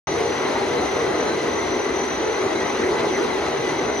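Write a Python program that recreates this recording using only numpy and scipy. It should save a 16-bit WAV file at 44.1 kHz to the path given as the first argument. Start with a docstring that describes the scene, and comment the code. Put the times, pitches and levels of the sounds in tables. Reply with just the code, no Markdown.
"""A floor grinder works a concrete screed, close to a stereo microphone pair in a bare, unfinished room.
Diamond segments crush grit under the turning head: the dense crackle roars in the shroud and rings in
the steel, which squeals when a segment catches. The drive hums below, and its inverter whines at 6 kHz
in pairs of lines that beat with the motor's supply. The walls throw back early reflections.
The sound cuts in with the machine already running."""
import sys
import numpy as np
from scipy import signal
from scipy.fft import rfft, irfft
from scipy.io import wavfile
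from scipy.ndimage import uniform_filter1d

SR = 44100
rng = np.random.default_rng(int(sys.argv[2]) if len(sys.argv) > 2 else 0)


def bounce(signal):
    """Save signal as a 16-bit WAV file at the path given by the first command-line argument."""
    frames = np.transpose(np.atleast_2d(signal))
    limited = np.clip(frames, -1, 1)
    pcm = np.round(limited * 32767).astype(np.int16)
    wavfile.write(sys.argv[1], SR, pcm)


N = 176400
TIME = np.arange(N) / SR
FREQS = np.maximum(np.arange(N // 2 + 1) * SR / N, 1)
SUPPLY_HZ = 21.1


# Left/right likeness of the grit: f/Hz, likeness (clipped to -1..1 in use)
# The hiss at about 7.5-10.5 kHz is in opposite phase and sounds very wide.
STEREO_LIKENESS = [(60, 1), (180, 0.9), (290, 1), (400, 0.83), (520, 0.53), (1200, 0.58), (1750, 0.31),
                   (2200, 1), (3200, 0.26), (4200, 0.96), (5000, 0.077), (6600, 0.88), (7800, -1.813),
                   (10500, -0.95), (11800, 0.95)]
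# Lead of the left microphone: f/Hz, phase/rad
MIC_LEAD = [(100, 0.05), (350, 0.28), (520, 0.37), (1200, 0.14), (1800, 0.48), (2300, 1.15), (3200, 1.06),
            (4200, 1.22), (5000, 0), (5600, 0)]
# Left microphone over right: f/Hz, level/dB
MIC_BALANCE = [(60, -0.5), (110, -2.5), (200, 1), (350, 0), (640, 2.5), (1150, 3.5), (2000, 1.2), (3500, 2),
               (5000, 3.5), (7000, 0)]

def grit(force, grains_per_s=20000, spread_db=2.0):
    """Dense clicks of crushed grit in stereo: centred in the bass, varying in width above."""
    crushed = rng.random((2, N)) < grains_per_s / SR
    sizes = from_db(spread_db * rng.exponential(1, (2, N))) * rng.choice([-1, 1], (2, N))
    mid, side = rfft(crushed * sizes * force)
    alike = np.clip(at_hz(STEREO_LIKENESS, FREQS), -1, 1)
    pair = np.sqrt(1 + alike) * mid + np.sqrt(1 - alike) * side * [[1], [-1]]
    lead = np.exp(1j * at_hz(MIC_LEAD, FREQS) * [[.5], [-.5]])
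    return rms_one(irfft(pair * lead * pan(at_hz(MIC_BALANCE, FREQS)), N))


def contact_force(throb_db=.5, chatter_db=.18, chatter_hz=26):
    """The segments press harder with each cycle of the motor's supply, and chatter."""
    motor = np.sin(2 * np.pi * SUPPLY_HZ * TIME + .5 * drift(.97))
    return from_db(throb_db * motor + chatter_db * drift(chatter_hz))


# Colour of the rasp where the head meets the floor: f/Hz, relative level/dB
RASP_SPECTRUM = [(25, -29), (42, -23.5), (60, -13.5), (105, -6.5), (135, -9), (190, -3), (260, 3),
                 (520, -1.5), (640, 3), (850, 0.5), (1100, -2), (1400, -3.5), (1700, -6.5), (2200, -8),
                 (2500, -10), (3300, -12), (4100, -15), (4500, -18.5), (5300, -18), (5600, -23),
                 (7000, -22), (9000, -23), (10500, -25), (11700, -41)]
# Swells of its bass and middle, taken about their mean: t/s, level/dB
RASP_BODY_SWELLS = [(0.09, -23.5), (0.15, -28.5), (0.17, -24), (0.25, -26.4), (0.51, -23.5), (0.71, -25),
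                    (0.83, -23), (0.89, -26.5), (0.93, -24), (1.17, -24.5), (1.31, -23.5), (1.37, -26.5),
                    (1.45, -24.6), (1.63, -26.5), (1.79, -26), (1.87, -26), (1.89, -25.5), (2.07, -27),
                    (2.13, -23.5), (2.21, -26.5), (2.49, -24), (3.29, -24.5), (3.39, -25.5), (3.43, -25),
                    (3.57, -25.5), (3.59, -23.7), (3.63, -28.5), (3.67, -25.5), (3.89, -24.1), (3.97, -26)]
# Swells of its octaves from 3.2 kHz up, taken about their mean: t/s, level/dB
RASP_TREBLE_SWELLS = [(0.1, -32.5), (0.36, -33.5), (0.62, -33), (0.87, -32.5), (1.13, -33.5), (1.39, -32.5),
                      (1.65, -34.5), (1.91, -34.5), (2.16, -35), (2.42, -34), (2.68, -33.5), (2.94, -33),
                      (3.2, -33), (3.45, -33.5), (3.71, -33.5), (3.97, -35.5)]

def rasp(force, level_db=-26, flicker_db=.97, flicker_hz=13):
    """Broad scraping of the concrete; body and treble swell separately, and each octave flickers."""
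    spectrum = rfft(grit(force)) * from_db(at_hz(RASP_SPECTRUM, FREQS))
    octave = np.clip(np.log2(FREQS / 50), 0, 8)
    body, treble = in_time(RASP_BODY_SWELLS), in_time(RASP_TREBLE_SWELLS)
    out = 0
    for k in range(9):
        swell_db = treble if k > 5 else body
        band = irfft(spectrum * np.maximum(1 - abs(octave - k), 0), N)
        out += band * from_db(swell_db - swell_db.mean() + flicker_db * drift(flicker_hz))
    return from_db(level_db) * rms_one(out)


# Roar in the shroud, down at the floor: t/s, level/dB (before gain_db)
ROAR_LEVEL = [(0.09, -31.5), (0.19, -23.5), (0.33, -28), (0.35, -36), (0.51, -25), (0.55, -35.9),
              (0.57, -28.5), (0.85, -25.5), (0.89, -33.5), (0.93, -28.5), (1.11, -23), (1.13, -32),
              (1.17, -27), (1.43, -28.5), (1.49, -26.5), (1.51, -31), (1.57, -27), (1.71, -31),
              (1.73, -26.5), (1.97, -28), (2.17, -33.7), (2.21, -25.5), (2.33, -25.5), (2.35, -30),
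              (2.47, -25), (2.51, -31.9), (2.55, -26.5), (2.69, -30.5), (2.91, -22), (2.97, -28.5),
              (3.05, -23.5), (3.17, -31), (3.19, -21), (3.33, -30.5), (3.35, -26.6), (3.53, -32.2),
              (3.55, -26), (3.61, -31), (3.65, -26.6), (3.75, -30.6), (3.85, -26.5), (3.97, -29.0)]
# Centre of the roar: t/s, f/Hz
ROAR_CENTRE = [(0.1, 398.9), (0.25, 435.2), (0.58, 372.6), (0.82, 419.7), (0.96, 397.4), (0.99, 442.8),
               (1.08, 406.5), (1.94, 386.5), (1.96, 412.1), (2.21, 371), (2.25, 423.7), (2.54, 371),
               (2.68, 399.3), (2.72, 355.3), (2.77, 440.9), (2.85, 373), (2.94, 407.8), (3.24, 378.3),
               (3.67, 406), (3.72, 358.7), (3.88, 422.1), (3.97, 390.2)]

def shroud(force, width_hz=116, gain_db=1.5, evenness=.7, even_over_s=.04):
    """The hollow under the shroud roars; its pitch wanders as the head rides over the floor."""
    centre = in_time(ROAR_CENTRE)
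    roar = signal.hilbert(resonate(grit(force), centre.mean(), width_hz))
    power = uniform_filter1d(np.mean(abs(roar) ** 2, axis=0), int(even_over_s * SR))
    firm_roar = roar / (abs(power) + 1e-9) ** (evenness / 2)  # chance swells are partly evened out
    wander = np.exp(2j * np.pi * np.cumsum(centre - centre.mean()) / SR)
    return from_db(gain_db + in_time(ROAR_LEVEL)) * rms_one((firm_roar * wander).real)


# Resonances of the steel head: f/Hz, width/Hz, level/dB
HEAD_MODES = [(2003, 227, -37), (4024, 400, -44)]

def steel_head(force, wander_hz=35, wander_rate_hz=8):
    """Grit keeps the head's two modes ringing; their pitch shifts as the head turns."""
    clicks, out = grit(force), 0
    for hz, width, db in HEAD_MODES:
        ring = signal.hilbert(resonate(clicks, hz, width))
        wander = np.exp(2j * np.pi * wander_hz * np.cumsum(drift(wander_rate_hz)) / SR)
        out += from_db(db) * (ring * wander).real
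    return out


# Squeals of the head, each at its peak: t/s, f/Hz, level/dB
SQUEALS = [(.12, 1932, -38.5), (.56, 1920, -35), (.6, 4223, -42.5), (.79, 4060, -40), (.92, 2080, -35),
           (1.29, 4128, -38.5), (1.33, 4000, -41), (1.59, 1970, -34), (1.73, 1963, -38), (2.2, 4010, -42.5),
           (2.57, 3970, -40), (2.58, 2118, -33), (2.63, 1945, -31), (2.97, 1987, -32.5), (2.99, 3950, -42),
           (3.16, 2070, -36), (3.46, 4021, -41), (3.69, 2010, -32)]

def squeals(half_length_s=.022, bend_hz=18, bend_rate_hz=35):
    """A catching segment makes the head sing briefly on one unsteady pitch."""
    bend = bend_hz * np.cumsum(drift(bend_rate_hz)) / SR
    left_leads = rng.uniform(0, np.pi / 2, len(SQUEALS))
    out = 0
    for (peak_s, hz, db), lead in zip(SQUEALS, left_leads):
        tone = np.sqrt(2) * np.sin(2 * np.pi * (hz * TIME + bend) + [[lead], [0]])
        out += from_db(db) * np.exp(-((TIME - peak_s) / half_length_s) ** 2) * tone
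    return out


# Resonances of housing and frame, above the head: f/Hz, width/Hz, level/dB
FRAME_MODES = [(249.4, 26, -42), (303.7, 10.4, -41.5), (324, 25, -40), (369.4, 16.6, -37.5),
               (391, 8.8, -42), (481.5, 21, -38), (550, 21, -39.5), (607, 5.5, -42.5), (820, 36, -41),
               (846.6, 54, -40.5), (972, 22, -44), (1059, 34, -43.5), (1290, 12, -51.5), (1563, 45, -49)]

def frame(force):
    """Grit sets housing and frame droning at their narrow resonances."""
    clicks = grit(force)
    return sum(from_db(db) * resonate(clicks, hz, width) for hz, width, db in FRAME_MODES)


# Low rumble of the machine's body: t/s, level/dB (before gain_db)
RUMBLE_LEVEL = [(0.1, -34.5), (0.29, -42.5), (0.98, -44.5), (1.09, -36.5), (1.19, -45), (1.4, -34),
                (1.64, -48), (1.71, -33), (1.73, -41), (2.69, -56.5), (3.05, -37), (3.11, -49),
                (3.88, -31.5), (3.97, -55)]

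def rumble(force, gain_db=-4):
    """The heavy body shakes on the uneven screed."""
    return from_db(gain_db + in_time(RUMBLE_LEVEL)) * resonate(grit(force), hz=142.6, width_hz=43)


# Swells of the whine, a little left of centre: t/s, lower lines' level/dB, upper lines' level/dB
WHINE_LEVEL = [(0.09, -37.0, -45.0), (0.23, -45.0, -43.0), (0.28, -38.5, -46.0), (0.36, -48.0, -39.5),
               (0.4, -41.5, -48.0), (0.58, -44.0, -49.5), (0.64, -50.5, -46.5), (0.7, -44.0, -41.5),
               (0.77, -49.5, -47.0), (0.86, -43.5, -40.0), (1.01, -39.5, -46.5), (1.13, -47.5, -50.0),
               (1.21, -39.0, -39.5), (1.33, -49.0, -44.0), (1.43, -43.0, -47.0), (1.58, -44.5, -38.5),
               (1.68, -38.5, -46.5), (1.85, -39.0, -44.5), (1.91, -46.5, -46.5), (1.97, -40.5, -35.5),
               (2.15, -38.5, -44.0), (2.3, -49.0, -40.0), (2.35, -42.0, -40.5), (2.44, -50.5, -42.5),
               (2.67, -38.5, -47.0), (3.02, -51.0, -45.0), (3.11, -41.5, -44.5), (3.15, -40.5, -37.5),
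               (3.3, -47.0, -48.0), (3.43, -50.0, -43.0), (3.69, -38.0, -50.0), (3.75, -45.0, -46.5),
               (3.79, -40.0, -49.0), (3.84, -45.5, -39.5), (3.89, -49.0, -42.5), (3.98, -41.5, -37.5)]
# Line pairs: multiple of the carrier, offset either side in multiples of the supply
WHINE_PAIRS = [(1, 1), (1, 7), (2, 1)]
# Weight of each pair, added to the swells: level/dB
WHINE_PAIR_DB = [.5, -15, -32]
# Shaking of the whine: rate/Hz, depth
WHINE_SHAKE = [(30, .2), (170, .16)]

def inverter(carrier_hz=5999, sway_hz=2.5, sway_rate_hz=3, jitter_rad=.55, jitter_hz=7, lead_rad=1.2):
    """Sidebands of the switching tone swell as the machine moves, bend as it sways, rasp as it shakes."""
    sway = sway_hz * np.cumsum(drift(sway_rate_hz)) / SR
    out = 0
    for side, column in ((-1, 1), (1, 2)):
        level_db = in_time(np.array(WHINE_LEVEL)[:, [0, column]])
        for (multiple, offset), db in zip(WHINE_PAIRS, WHINE_PAIR_DB):
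            mic_phase = jitter_rad * np.array([drift(jitter_hz), drift(jitter_hz)]) + [[lead_rad], [0]]
            shake = 1 + sum(depth * np.array([waver(hz), waver(hz)]) for hz, depth in WHINE_SHAKE)
            turns = multiple * (carrier_hz * TIME + sway) + side * offset * SUPPLY_HZ * TIME
            tone = shake * np.exp(1j * (2 * np.pi * turns + mic_phase))
            out += from_db(level_db + db) * rms_one(tone.real)
    return pan(db=1.5) * out


# Tones of the drive: f/Hz, relative level/dB, left microphone over right/dB
HUM_LINES = [(65, -4.5, -4.5), (92, -4.5, 1)]
# Swells of the hum, added to both tones' levels: t/s, level/dB
HUM_LEVEL = [(0.09, -43), (0.37, -45), (0.4, -55), (0.45, -50), (0.67, -41.5), (0.95, -38.5), (1.21, -52),
             (1.27, -43), (1.44, -49), (1.82, -42), (1.88, -54), (1.92, -39), (1.95, -45.5), (2.41, -44.5),
             (2.5, -52), (2.93, -39), (3.0, -46), (4.0, -48.5)]

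def drive_hum(unsteadiness=.6, waver_hz=8):
    """Two unsteady low tones of the drive lie under the grinding."""
    out = 0
    for hz, db, pan_db in HUM_LINES:
        tone = (1 + unsteadiness * waver(waver_hz)) * np.exp(2j * np.pi * hz * TIME)
        out += from_db(db) * pan(pan_db) * rms_one(tone.real)
    return from_db(in_time(HUM_LEVEL)) * out


# Wall reflections at the microphones, against the direct sound: delay/s, slide/(s per s), level/dB
WALL_REFLECTIONS = [(.0093, -0.0031, -12), (0.0141, -.0005, -19.5), (0.0218, .0009, -12.5)]

def bare_walls(direct):
    """Early reflections comb the sound; the comb slides as the machine moves. The level is kept."""
    out = direct
    for delay, slide, db in WALL_REFLECTIONS:
        emitted_s = TIME - delay - slide * TIME
        reflection = np.array([np.interp(emitted_s, TIME, channel) for channel in direct])
        out = out + from_db(db) * reflection
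    return rms_one(out) * direct.std()


def from_db(db):
    """Decibels to gain."""
    return 10 ** (np.asarray(db) / 20)


def rms_one(x):
    """Scale to unit rms."""
    return x / np.sqrt(np.mean(np.abs(x) ** 2) + 1e-20)


def in_time(rows):
    """A control curve at every sample."""
    return np.interp(TIME, *np.transpose(rows))


def at_hz(points, hz):
    """Read a spectrum on a log-frequency axis."""
    f, value = np.transpose(points)
    return np.interp(np.log(hz), np.log(f), value)


def pan(db):
    """Left and right gains for a level difference between the microphones."""
    return from_db(np.array([[.5], [-.5]]) * db)


def drift(rate_hz):
    """A smooth random curve with rms 1."""
    step, settle = 40, 2000  # samples per point; points dropped while the filter settles
    r = np.exp(-2 * np.pi * rate_hz * step / SR)
    noise = rng.standard_normal(N // step + settle + 2)
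    slow = signal.lfilter([1], [1, -2 * r, r * r], noise)[settle:]
    return np.interp(np.arange(N) / step, np.arange(len(slow)), rms_one(slow))


def waver(rate_hz):
    """Random drift in both strength and phase."""
    return drift(rate_hz) + 1j * drift(rate_hz)


def resonate(x, hz, width_hz):
    """A resonance of this width applied twice, for steep skirts; rms 1."""
    r = np.exp(-np.pi * width_hz / SR)
    section = [1 - r, 0, r - 1, 1, -2 * r * np.cos(2 * np.pi * hz / SR), r * r]
    return rms_one(signal.sosfilt([section, section], x))


def scene(start_s=.0705, fade_in_s=.001):
    """The whole machine from the microphones' place in the room, cutting in at full speed."""
    force = contact_force()
    scraping = bare_walls(rasp(force) + steel_head(force))
    grinding = scraping + shroud(force) + frame(force) + rumble(force)
    cut_in = np.clip((TIME - start_s) / fade_in_s, 0, 1)
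    return (grinding + squeals() + drive_hum() + inverter()) * cut_in


def record(dry):
    """Both channels pass a steep low-pass at 12.1 kHz."""
    return signal.sosfilt(signal.ellip(10, .05, 60, 12100, fs=SR, output="sos"), dry)


dry = scene()
out = record(dry)
bounce(out)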